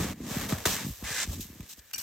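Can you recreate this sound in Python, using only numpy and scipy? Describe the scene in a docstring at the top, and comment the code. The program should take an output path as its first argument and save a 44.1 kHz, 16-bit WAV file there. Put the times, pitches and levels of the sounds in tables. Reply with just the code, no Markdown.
"""Digging an antler out of dry snow

A bare hand digs close to the microphone, in open air with no echo. Brittle fracture of many crystals
makes the crush and scrape of each stroke; packed snow gives way in dull thuds of falling pitch, and
crust snaps. At the end the freed antler chatters, its modes ringing briefly after each contact."""
import sys
import numpy as np
from scipy import signal
from scipy.fft import rfft, irfft, next_fast_len
from scipy.io import wavfile
from scipy.ndimage import map_coordinates

SR = 44100
rng = np.random.default_rng(int(sys.argv[2]) if len(sys.argv) > 2 else 0)


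def transcribe(signal):
    """Save signal, clipped to [-1, 1], as a 16-bit WAV file at the path in sys.argv[1]."""
    frames = np.atleast_2d(signal).T
    limited = np.clip(frames, -1, 1)
    pcm = np.round(limited * 32767).astype(np.int16)
    wavfile.write(sys.argv[1], SR, pcm)


N = 89214
T = np.arange(N) / SR


def amp(db):
    return 10 ** (np.asarray(db) / 20)


def unit(x):
    return x / np.sqrt(np.mean(x ** 2) + 1e-20)


def along(points, hz):
    """Interpolation of (frequency, value) points on a logarithmic frequency axis."""
    f, v = np.transpose(points)
    return np.interp(np.log(hz + 1), np.log(f + 1), v)


def curves(rows):
    """Linear interpolation in time: one value per sample for each later column."""
    times, *columns = np.transpose(rows)
    return [np.interp(T, times, column) for column in columns]


def filtered(x, response):
    """Linear filtering: the spectrum of x times a complex frequency response."""
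    m = next_fast_len(N + SR // 2)
    return irfft(rfft(x, m) * response(np.fft.rfftfreq(m, 1 / SR)), m)[..., :N]


def shaped(x, points):
    """Spectral shaping by (frequency [Hz], level [dB]) points, to unit rms."""
    return unit(filtered(x, lambda hz: amp(along(points, hz))))


def resonances(modes):
    """Modal superposition: the response of damped resonators of alternating sign."""
    return lambda f: sum((-1) ** k * amp(db) * 1j * f * width / (f0 * f0 - f * f + 1j * f * width)
                         for k, (f0, width, db) in enumerate(modes))


def burst(start, rise, length, t60):
    """Exponential decay after a linear rise and a hold; times in seconds."""
    age = T - start
    return np.clip(age / rise, 0, 1) * amp(-60 * np.clip(age - length, 0, None) / t60)


def clicks(per_s, spread_db):
    """A Poisson process: independent one-sample breaks of random sign and size."""
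    chance, sign, size = rng.random(N), rng.standard_normal(N), rng.standard_normal(N)
    return unit(np.sign(sign) * amp(spread_db * np.clip(size, -2, 2)) * (chance < per_s / SR))


def grains(per_s=5000, spread_db=2.5, scrape_share=0.66, clump_db=1.5, clumps_per_s=350):
    """Brittle fracture: two uncorrelated streams of crystals breaking in clumps, over a smooth scrape."""
    breaks = np.array([clicks(per_s, spread_db), clicks(per_s, spread_db)])
    knots = rng.standard_normal(int(N * clumps_per_s / SR) + 4)
    clumps = amp(clump_db * np.clip(map_coordinates(knots, [T * clumps_per_s]), -2, 2))
    scrape = rng.standard_normal((2, N))
    return (np.sqrt(1 - scrape_share) * breaks + np.sqrt(scrape_share) * scrape) * clumps


# Spectrum of the outdoor hush: (frequency [Hz], level [dB])
AIR_SPECTRUM = [(24, -54), (40, -8), (1330, -22.5), (1710, -9), (1990, -17), (9010, -27), (9710, -34),
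                (14900, -14), (16500, -33)]
def air(level_db=-62.5):
    """Stationary coloured noise: the faint hush of open air."""
    return amp(level_db) * shaped(rng.standard_normal((2, N)), AIR_SPECTRUM)


def thud(rise, start_hz, end_hz=65, fall_s=0.0079):
    """A damped downward chirp: a soft push whose pitch sinks as it travels through the pack."""
    t = np.arange(SR // 8) / SR
    cycles = end_hz * t + (start_hz - end_hz) * fall_s * (1 - np.exp(-t / fall_s))
    return t / rise * np.exp(1 - t / rise) * np.sin(2 * np.pi * cycles)


# Single collapses: (time [s], peak [dB], rise [s], starting pitch [Hz], after-swing re peak [dB])
THUDS = [(.004, -20.5, 0.0035, 280, -35), (.204, -29, 0.0028, 353, -6.5), (.311, -30, 0.0044, 308, -16),
         (.366, -21, 0.0042, 312, -21), (.523, -19.5, .007, 370, -25), (.6575, -22, 0.0027, 616, -16),
         (.663, -26, 0.0066, 189, -5), (.847, -27.5, 0.0041, 230, -22), (.865, -27, 0.0045, 298, -27),
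         (.885, -30, 0.0051, 275, -7), (.903, -35.5, .005, 208, 2), (1.025, -32.5, 0.0031, 328, 1.5),
         (1.107, -35, 0.0065, 222, -7), (1.251, -41.5, .003, 328, -8), (1.274, -33, 0.0038, 294, 6),
         (1.291, -32.5, 0.013, 168, -1), (1.357, -42.5, 0.003, 312, 4), (1.377, -38, 0.0019, 285, -18),
         (1.395, -34.5, 0.0029, 319, -3), (1.451, -42.5, 0.0044, 304, -11), (1.5, -39.5, 0.0036, 320, -4),
         (1.529, -43, 0.0027, 323, -8), (1.557, -42.5, 0.0045, 320, -14), (1.598, -32.5, .005, 313, -6),
         (1.779, -51, 0.0039, 424, 5.5)]
# Settling of the pack: (time [s], rub level [dB], rumble level [dB])
SETTLING = [(0, -34, -29), (.09, -39.5, -39.5), (.135, -39.5, -44), (.15, -53, -60), (.2, -44.5, -56),
            (.215, -41, -58), (.3, -38, -48), (.34, -44, -47), (.45, -40, -39), (.51, -41.5, -44),
            (.56, -46.5, -41), (.63, -49, -49), (.652, -66, -52), (.68, -38.5, -42), (.76, -45.5, -37.5),
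            (.8, -47.5, -60), (.85, -41.5, -48), (.91, -45, -38), (.94, -71, -57), (1.01, -66, -53.5),
            (1.05, -48.5, -44), (1.1, -55.5, -59), (1.22, -56.5, -58), (1.27, -57, -49), (1.3, -44, -35),
            (1.4, -45.5, -44.5), (1.45, -60.5, -53.5), (1.58, -57, -61), (1.64, -54, -49), (1.67, -66, -77),
            (1.77, -74, -69), (1.83, -75, -68), (1.92, -86, -76), (1.94, -59, -65), (1.98, -62, -60),
            (2.02, -67, -55)]
# Spectrum of the rumble: (frequency [Hz], level [dB])
RUMBLE_SPECTRUM = [(20, 0), (40, 11), (65, 9), (100, 17), (150, -35)]
def packed_snow(swing_hz=60.2, swing_s=0.014):
    """Yielding under load: thuds with a damped after-swing, over a rub of small thuds and a rumble."""
    thuds, t = np.zeros(N + SR), np.arange(SR // 8) / SR
    swing = (t / swing_s) ** 2 * np.exp(2 - 2 * t / swing_s) * np.sin(2 * np.pi * swing_hz * t)
    for start, db, rise, hz, swing_db in THUDS:
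        thuds[round(start * SR):][:len(t)] += amp(db) * (thud(rise, hz) - amp(swing_db) * swing)
    rub = signal.fftconvolve(clicks(per_s=300, spread_db=3), thud(rise=0.0038, start_hz=351))[:N]
    rumble = shaped(rng.standard_normal(N), RUMBLE_SPECTRUM)
    rub_db, rumble_db = curves(SETTLING)
    return thuds[:N] + amp(rub_db) * unit(rub) + amp(rumble_db) * rumble


# Modes of the antler: (frequency [Hz], bandwidth [Hz], level [dB])
ANTLER_MODES = [(1580, 42, -4), (2370, 49, -6), (2876, 61, -5), (4480, 98, -7), (5750, 126, -1),
                (8010, 170, -6)]
# Contacts: (time [s], length [s], level [dB], ringing share [0-1], favoured frequency [Hz])
CONTACTS = [(1.9319, 0.0093, -33, 0.53, 3320), (1.943, 0.0045, -29.5, 0.98, 5700),
            (1.95, .022, -45, 0.44, 2300), (1.958, 0.0057, -42.5, 0.55, 5700),
            (1.976, 0.0065, -47, 0, 4500), (1.98, 0.0059, -36, 0.07, 6000),
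            (1.987, 0.0048, -36, 0.13, 6000), (1.992, .005, -36.5, 0.8, 4500),
            (1.9983, 0.028, -39.5, 0.07, 2600)]
# Spectrum of the contact hiss: (frequency [Hz], level [dB])
HISS_SPECTRUM = [(400, -24), (700, -13.5), (3000, -13.5), (6000, -4.5), (8500, -5.5), (10300, -11.5),
                 (14400, -0.5), (15600, -10), (16300, -40)]
def antler(favour_db_per_octave=13.5):
    """Modal excitation: contacts hiss and ring, each spot touched favouring the modes near one pitch."""
    hiss, drive, out = shaped(grains(), HISS_SPECTRUM), grains(), 0
    for start, length, db, share, favoured_hz in CONTACTS:
        modes = resonances([(hz, width, mode_db - favour_db_per_octave * abs(np.log2(hz / favoured_hz)))
                            for hz, width, mode_db in ANTLER_MODES])
        rms_gain = np.sqrt(np.mean(abs(modes(np.linspace(0, SR / 2, 4096))) ** 2))
        envelope = amp(db) * burst(start, rise=0.0014, length=length, t60=0.017)
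        ring = filtered(drive * envelope, modes) / rms_gain
        out = out + np.sqrt(share) * ring + np.sqrt(1 - share) * hiss * envelope
    return out


# Breaks in the crust: (time [s], level [dB], 60 dB decay time [s], treble tilt [dB/octave])
SNAPS = [(0.5226, -32.5, 0.046, -2), (0.583, -39.5, 0.027, 1), (0.6548, -25, 0.02, -1.5),
         (1.041, -41.5, 0.022, -3), (1.6048, -42.5, 0.016, 0.5), (1.9116, -50, 0.0066, 2.5)]
# Spectrum of a snap: (frequency [Hz], level [dB])
SNAP_SPECTRUM = [(350, -17), (600, -8), (1800, -3), (4520, -14), (7940, -10.5), (10500, -23.5),
                 (14500, -3.5), (16000, -35)]
def crust():
    """Fracture transients: sudden sprays of grains that die fast, some duller than others."""
    spray, out = shaped(grains(), SNAP_SPECTRUM), 0
    for start, db, t60, tilt_db in SNAPS:
        tilted = filtered(spray, lambda hz: amp(tilt_db * np.log2(hz / 2000 + 0.25)))
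        out = out + amp(db) * burst(start, rise=0.00041, length=0.0024, t60=t60) * tilted
    return out


# Hand strokes: (time [s], fizz level [dB], then re fizz: hollow [dB], low crunch [dB], top treble [dB])
STROKES = [(0, -39.5, -7, 4, -3.5), (.036, -39.5, 0.5, -4.5, -7), (.132, -50, 0, 1, -3.5),
           (.146, -67, 1, 0.5, -2), (.236, -53.5, -3.5, -2.5, -8), (.31, -42, -4, -1, -5),
           (.412, -42, 2, -4.5, -1), (.45, -43.5, 0.5, -3, -3), (.484, -50.5, 0, 0, -1),
           (.492, -38, -2, -4, -0.5), (.532, -40, -7, 3, -8), (.548, -47.5, 0.5, 3, -1.5),
           (.6535, -49.5, -2.5, -3.5, -3), (.6555, -26, 2, -21, -3), (.664, -26.5, -5, -10, -3.5),
           (.676, -32.5, -3.5, -1, -3), (.714, -32, -6, -11.5, -4), (.832, -44.5, 1, -7.5, -5.5),
           (.88, -47, -11.5, -10.5, 2.5), (.978, -53, -11.5, -15.5, 0), (1.037, -52.5, -5.5, 3, 1),
           (1.044, -43, 0, -18, -7), (1.106, -37, -4.5, -9.5, -10), (1.145, -36.5, -6.5, -17, -8),
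           (1.185, -32.5, -6, -24, -12), (1.238, -32, -4, -25, -12), (1.26, -51, -5, -10.5, -4),
           (1.338, -44.5, -16, -4.5, -1), (1.37, -51.5, -9, -17, -3), (1.404, -52, -15, -16, 0),
           (1.409, -40, -30, -28, -0.5), (1.424, -43, -22, -27, 0), (1.45, -52.5, -12, -16.5, 0.5),
           (1.52, -60.5, -5, -8, 2), (1.654, -57, -7, -8.5, -5.5), (1.685, -57.5, -14, -14, 1),
           (1.693, -47.5, -15, -17, -2), (1.735, -47.5, -18, -32, -5), (1.755, -64.5, -10, -36, -2),
           (1.778, -59.5, -12, -2, 3), (1.794, -49, -17, -19, -11), (1.808, -69, -2, -5, 3),
           (1.908, -60.5, -7, -20, -1), (1.93, -71, -5, -14, -14)]
# Spectra of the three bands of crushing: (frequency [Hz], level [dB])
FIZZ_SPECTRUM = [(1530, -37.5), (2600, -7), (3210, -4), (3910, -2), (4450, -5), (5990, 0), (7980, -2),
                 (10500, -18), (13600, -33), (22000, -120)]
LOW_SPECTRUM = [(300, -11.5), (450, 5), (650, -0.5), (900, -4), (1250, -3), (1700, -34)]
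TOP_SPECTRUM = [(6180, -33), (10500, -13), (11800, 0.5), (13700, 1.5), (15000, 0.5), (16000, -8),
                (16500, -45)]
# Modes of the hollow under the hand and of a cavity: (frequency [Hz], bandwidth [Hz], level [dB])
HOLLOW_MODES = [(1772, 720, 41), (2500, 500, -4)]
CAVITY_MODES = [(1706, 400, -3), (2015, 200, -1), (2400, 92, -7)]
# Ring of the cavity that one long stroke opens: (time [s], level re fizz [dB])
CAVITY_RING = [(1.04, -32), (1.06, -5), (1.12, -4), (1.19, -2.5), (1.235, -12), (1.255, -30)]
def hand_strokes():
    """Source and filter: the same crushed grains sound in three bands, a hollow and a cavity."""
    level_db, hollow_db, low_db, top_db = curves(STROKES)
    cavity_db, = curves(CAVITY_RING)
    crush = grains() * (T < STROKES[-1][0])
    fizz = shaped(crush, FIZZ_SPECTRUM)
    top = amp(top_db) * shaped(crush, TOP_SPECTRUM)
    low = amp(low_db) * shaped(crush, LOW_SPECTRUM)
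    hollow_ring = filtered(crush, resonances(HOLLOW_MODES))
    hollow = amp(hollow_db) * shaped(hollow_ring, [(900, 7), (1400, -1.5), (2600, 1), (4000, 2)])
    cavity_ring = filtered(crush, lambda hz: resonances(CAVITY_MODES)(hz) ** 2)  # squared: sharper peaks
    cavity = amp(cavity_db) * unit(cavity_ring)
    return amp(level_db) * (fizz + top + hollow + cavity + low)


# Likeness of the two microphone ports: (frequency [Hz], coherence [0-1])
COHERENCE = [(150, 0.72), (300, 0.76), (600, 0.59), (1100, 0.7), (1450, .99), (2400, 1), (2900, 0.59),
             (5000, 0.31), (9000, 0.41), (14000, 0.5)]
# Balance of the ports: (frequency [Hz], left re right [dB])
BALANCE = [(250, -3.5), (600, 2.8), (1200, 2.4), (1500, 0), (2500, 0), (5000, 0.2), (10000, 0)]
# Phase between the ports: (frequency [Hz], lead of the left [rad])
PHASE_LEAD = [(100, 2), (600, 0.58), (1400, 0), (2500, 0), (3200, -.5), (5900, 0), (6600, 0.2),
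              (9900, -0.3), (12700, -1.74), (14200, -1), (16200, -5)]
def stereo(pair):
    """Partial coherence: two streams mix as mid and side at two ports, least alike in the treble."""
    angle = lambda hz: np.arccos(along(COHERENCE, hz)) / 2
    mid, side = filtered(pair, lambda hz: np.array([np.cos(angle(hz)), np.sin(angle(hz))]))
    half = np.array([[.5], [-.5]])
    ports = lambda hz: amp(along(BALANCE, hz) * half) * np.exp(1j * along(PHASE_LEAD, hz) * half)
    return filtered(np.array([mid + side, mid - side]), ports)


def scene():
    """Superposition of the sources; the packed snow is the same in both channels."""
    return stereo(hand_strokes() + crust() + antler() + air()) + packed_snow()


def record(dry):
    """Band limiting: the microphone loses the deep bass and keeps nothing above its upper limit."""
    low_hz, top_hz = 47.5, 16400
    return filtered(dry, lambda hz: (1j * hz / (low_hz + 1j * hz)) ** 2 * (hz < top_hz))


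dry = scene()
out = record(dry)
transcribe(out)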